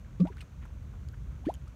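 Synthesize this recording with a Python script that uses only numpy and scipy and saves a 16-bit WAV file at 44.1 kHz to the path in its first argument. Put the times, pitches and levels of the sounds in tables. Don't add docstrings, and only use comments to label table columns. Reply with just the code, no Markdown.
import sys
import numpy as np
from scipy import signal
from scipy.fft import rfft, irfft
from scipy.io import wavfile
from scipy.ndimage import uniform_filter1d

SR = 44100
rng = np.random.default_rng(int(sys.argv[2]) if len(sys.argv) > 2 else 0)


def transcribe(u):
    v = np.clip(np.atleast_2d(u).T, -1, 1)
    q = np.round(v * 32767).astype(np.int16)
    wavfile.write(sys.argv[1], SR, q)


N = 77175
AGE = np.arange(SR // 4) / SR
TOP_HZ = 15750


def undb(db):
    return 10 ** (np.asarray(db) / 20)


def unit(x):
    return x / np.sqrt(np.mean(x ** 2))


def walk(rate_hz, size):
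    k = max(int(SR / rate_hz), 2)
    values = rng.standard_normal(1024)
    steps = values[np.arange(size) // k % 1024]
    return uniform_filter1d(steps, k)


def coloured(points):
    hz, db = np.array(points).T
    f = np.arange(N // 2 + 1) * SR / N + 1
    gain = undb(np.interp(np.log(f), np.log(hz), db))
    return unit(irfft(rfft(rng.standard_normal(N)) * gain, N))


def air():
    # (frequency [Hz], relative level per Hz [dB])
    wind = [(20, -29.5), (30, -24), (42, 0.5), (60, 5.5), (80, 3.5), (105, -6), (125, -1), (160, -10),
            (230, -15.5), (330, -24), (500, -37), (900, -61)]
    hiss = [(290, -12), (500, 3.5), (594, 1.5), (716, -3.5), (982, -3), (1270, -4), (1390, -3.5),
            (1510, -3), (1800, -10), (2260, -8.5), (3530, -13.5), (4570, -17), (4910, -21), (6270, -12.5),
            (8720, -24.5), (9510, -22), (10500, -31.5), (14000, -24.5), (15500, -38.5)]
    # (time [s], level change [dB])
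    breeze = [(0, -2.5), (.52, -2), (.64, 2), (.74, -1), (.86, 1), (1.12, -.5), (1.27, 2), (1.45, -.5),
              (1.75, -2)]
    wind_db, hiss_db = -41.5, -65
    gust_db, gust_hz = 1.2, 18
    strength_db = np.interp(np.arange(N) / SR, *np.array(breeze).T)
    strength_db = strength_db + gust_db * walk(gust_hz, N)
    rumble = undb(wind_db + strength_db) * coloured(wind)
    return rumble + undb(hiss_db) * coloured(hiss)


def add(out, start, sound):
    i = max(int(start * SR), 0)
    out[i:i + len(sound)] += sound[:max(N - i, 0)]


def crackle(rate, hz, scatter_db, size):
    pitch_octaves, decay_cycles = 0.41, 14.7
    out = np.zeros(N)
    age = AGE[:SR // 100]
    chance = rng.random(size)
    spread = rng.standard_normal((size, 2))
    for i in np.flatnonzero(chance < rate / SR):
        cycles = min(hz * 2 ** (pitch_octaves * spread[i, 0]), TOP_HZ) * age
        onset = 1 - np.exp(-2 * cycles)
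        decay = np.exp(-np.log(1000) * cycles / decay_cycles)
        ring = np.sin(2 * np.pi * cycles) * decay * onset
        add(out, i / SR, undb(scatter_db * min(spread[i, 1], 2)) * ring)
    return unit(out[:size])


def seep():
    per_s, centre_hz, level_db, scatter_db = 150, 1460, -73, 2
    return undb(level_db) * crackle(per_s, centre_hz, scatter_db, N)


def envelope(swell, hold, t60):
    rise = np.sin(np.pi / 2 * np.minimum(AGE / swell, 1))
    return rise * np.exp(-np.log(1000) * np.maximum(AGE - swell - hold, 0) / t60)


def cavity(hz, rough):
    flutter_hz, flutter_db, wobble = 255, 1.84, 0.013
    pitch = hz * (1 + rough * wobble * walk(flutter_hz, len(hz)))
    pitch = np.minimum(pitch, SR / 2)
    level = undb(rough * flutter_db * walk(flutter_hz, len(hz)))
    return np.sin(2 * np.pi * np.cumsum(pitch) / SR) * level


def bloops():
    # (time [s], starting pitch [Hz], glide [octaves/s], level before flutter [dB],
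    # swell [s], hold [s], 60 dB decay [s], shut after [s], roughness [1])
    pockets = [(.198, 180.3, -.5, -15.5, 0.018, 0.0086, 0.11, 0.13, .15),
               (.199, 318, 53, -33, 0.00076, 0.0037, 0.048, 0.023, .9),
               (.205, 496, 6.5, -43, .004, 0.0071, 0.1, 0.027, 1.53),
               (0.199, 1117, 1.5, -52.5, 0.0025, 0.0044, .13, 0.051, 2.2),
               (0.226, 217, 21, -29, 0.0043, .017, 0.069, 0.031, 0.32),
               (.2525, 586, 13.5, -39, 0.0013, .005, 0.078, 0.021, 2),
               (0.268, 741, 14, -42, 0.0031, .006, 0.058, 0.034, 2),
               (0.2522, 938, 1, -52, 0.0014, 0.035, 0.11, .056, 2),
               (0.301, 405, -10, -46, .003, 0.0031, 0.099, 0.037, 1.7),
               (0.65, 1184, 79, -56, 0.0024, 0.005, .03, .013, 3),
               (1.129, 1320, 24, -58, 0.007, 0.015, 0.03, 0.026, 2.4),
               (1.432, 589, 35, -52, 0.019, 0.0087, 0.03, 0.038, 0.66),
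               (1.465, 1406, 22, -52.5, 0.006, 0.012, 0.072, 0.025, 1.8),
               (1.468, 4440, 0, -69, 0.015, 0.0099, 0.06, 0.034, 2.3)]
    close_s = 0.0045
    out = np.zeros(N)
    for start, hz, glide, db, swell, hold, t60, length, rough in pockets:
        still_open = np.sin(np.pi / 2 * np.clip((length - AGE) / close_s, 0, 1)) ** 2
        ring = cavity(hz * 2 ** (glide * AGE), rough) * envelope(swell, hold, t60)
        add(out, start, undb(db) * ring * still_open)
    return out


def tears():
    # (time [s], swell [s], 60 dB decay [s], snap level before envelope [dB],
    # snap centre [Hz], spray level before envelope [dB])
    rips = [(0.2001, 0.0011, 0.083, -53.5, 3600, -66), (.252, .001, 0.064, -50.5, 1215, -71),
            (0.27, 0.0015, 0.056, -56, 2800, -70), (.281, .002, 0.086, -61, 1250, -70.5),
            (0.314, 0.016, .06, -61.5, 1930, -83), (0.368, 0.021, 0.13, -63.5, 2690, -72.5),
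            (.407, 0.0024, 0.055, -49.5, 3270, -58), (0.416, 0.0063, 0.058, -56.5, 1050, -72),
            (0.614, 0.017, 0.098, -58.5, 1970, -84), (0.652, 0.0033, 0.044, -53, 1360, -69),
            (.933, 0.0034, 0.17, -60.5, 980, -90), (1.136, .008, 0.042, -58, 1490, -84),
            (1.304, 0.017, 0.45, -64, 1387, -85), (1.451, .008, 0.13, -54.5, 2600, -67),
            (1.487, 0.0034, 0.21, -63, 3440, -68.5), (1.676, 0.0036, .04, -67, 5050, -68.5)]
    snaps_per_s, spray_per_s, spray_hz, scatter_db = 5000, 3500, 8420, 3.5
    out = np.zeros(N)
    for start, swell, t60, db, hz, spray_db in rips:
        snaps = undb(db) * crackle(snaps_per_s, hz, scatter_db, len(AGE))
        spray = undb(spray_db) * crackle(spray_per_s, spray_hz, scatter_db, len(AGE))
        add(out, start, (snaps + spray) * envelope(swell, 0, t60))
    return out


def band(x, hz, width):
    b, a = signal.iirpeak(hz, 1 / width, fs=SR)
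    return signal.lfilter(b, a, x)


def drops():
    # (time [s], starting pitch [Hz], glide [octaves/s], ring level before flutter [dB],
    # ring 60 dB decay [s], click level before envelope [dB], click centre [Hz])
    ticks = [(0.37, 1480, 6, -47, 0.025, -49.5, 3620), (.3826, 2050, 1, -44.5, 0.0077, -54, 3500),
             (0.4067, 2950, -17, -40, 0.0085, -49, 3400), (0.407, 8320, -1, -56, 0.059, -65, 8940),
             (0.4132, 2480, 0, -46.5, 0.039, -63, 2980), (0.4123, 4240, 0, -53, 0.022, -71, 6000),
              (.703, 900, 7, -54.5, 0.013, -59, 1500), (1.087, 6800, 1, -55.5, 0.0064, -50.5, 4000),
             (1.126, 13200, 2, -61, .010, -74, 12000), (1.514, 9200, 10, -67, .006, -63, 8000),
             (1.5403, 3100, 21, -46.5, 0.012, -48.5, 5760), (1.5402, 11200, -2, -47, 0.0039, -62, 10100),
             (1.5470, 6770, 25, -48, .010, -63, 7000), (1.5530, 3000, 12, -53, 0.017, -57, 6000),
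             (1.673, 1200, 16, -52, 0.039, -73, 1500)]
    swell_s, rough = 0.00027, 0.11
    click_t60_s, click_width = 0.0045, 1
    out = np.zeros(N)
    for start, hz, glide, db, t60, click_db, click_hz in ticks:
        noise = rng.standard_normal(len(AGE))
        colour = band(band(noise, click_hz, click_width), click_hz, click_width)
        click = unit(colour) * envelope(1 / SR, 0, click_t60_s)
        ring = cavity(hz * 2 ** (glide * AGE), rough) * envelope(swell_s, 0, t60)
        add(out, start, undb(db) * ring + undb(click_db) * click)
    return out


def spit():
    # (time [s], pitch [Hz], level before flutter [dB])
    sweep = [(1.465, 250, -51), (1.469, 254, -22.5), (1.484, 357, -28), (1.4879, 417, -22.5),
             (1.49, 588, -29.5), (1.4995, 736, -27.5), (1.505, 930, -37), (1.51, 1000, -43),
             (1.514, 1070, -59)]
    rough = 0.99
    out = np.zeros(N)
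    when, hz, db = np.array(sweep).T
    t = when[0] + AGE
    ring = cavity(np.interp(t, when, hz), rough) * undb(np.interp(t, when, db))
    add(out, when[0], ring * (t < when[-1]))
    return out


def banks(mud):
    level_db, swell_s, t60_s = -26, 0.0066, 0.26
    scatter = rng.standard_normal(len(AGE)) * envelope(swell_s, 0, t60_s)
    echoes = signal.fftconvolve(mud, scatter / np.linalg.norm(scatter))[:N]
    return undb(level_db) * echoes


def scene():
    background = air()
    mud = seep() + bloops() + tears() + drops() + spit()
    return (mud + banks(mud) + background)[None]


def record(dry):
    low_pass = signal.ellip(10, .2, 80, TOP_HZ, fs=SR, output="sos")
    return signal.sosfilt(low_pass, dry)


dry = scene()
out = record(dry)
transcribe(out)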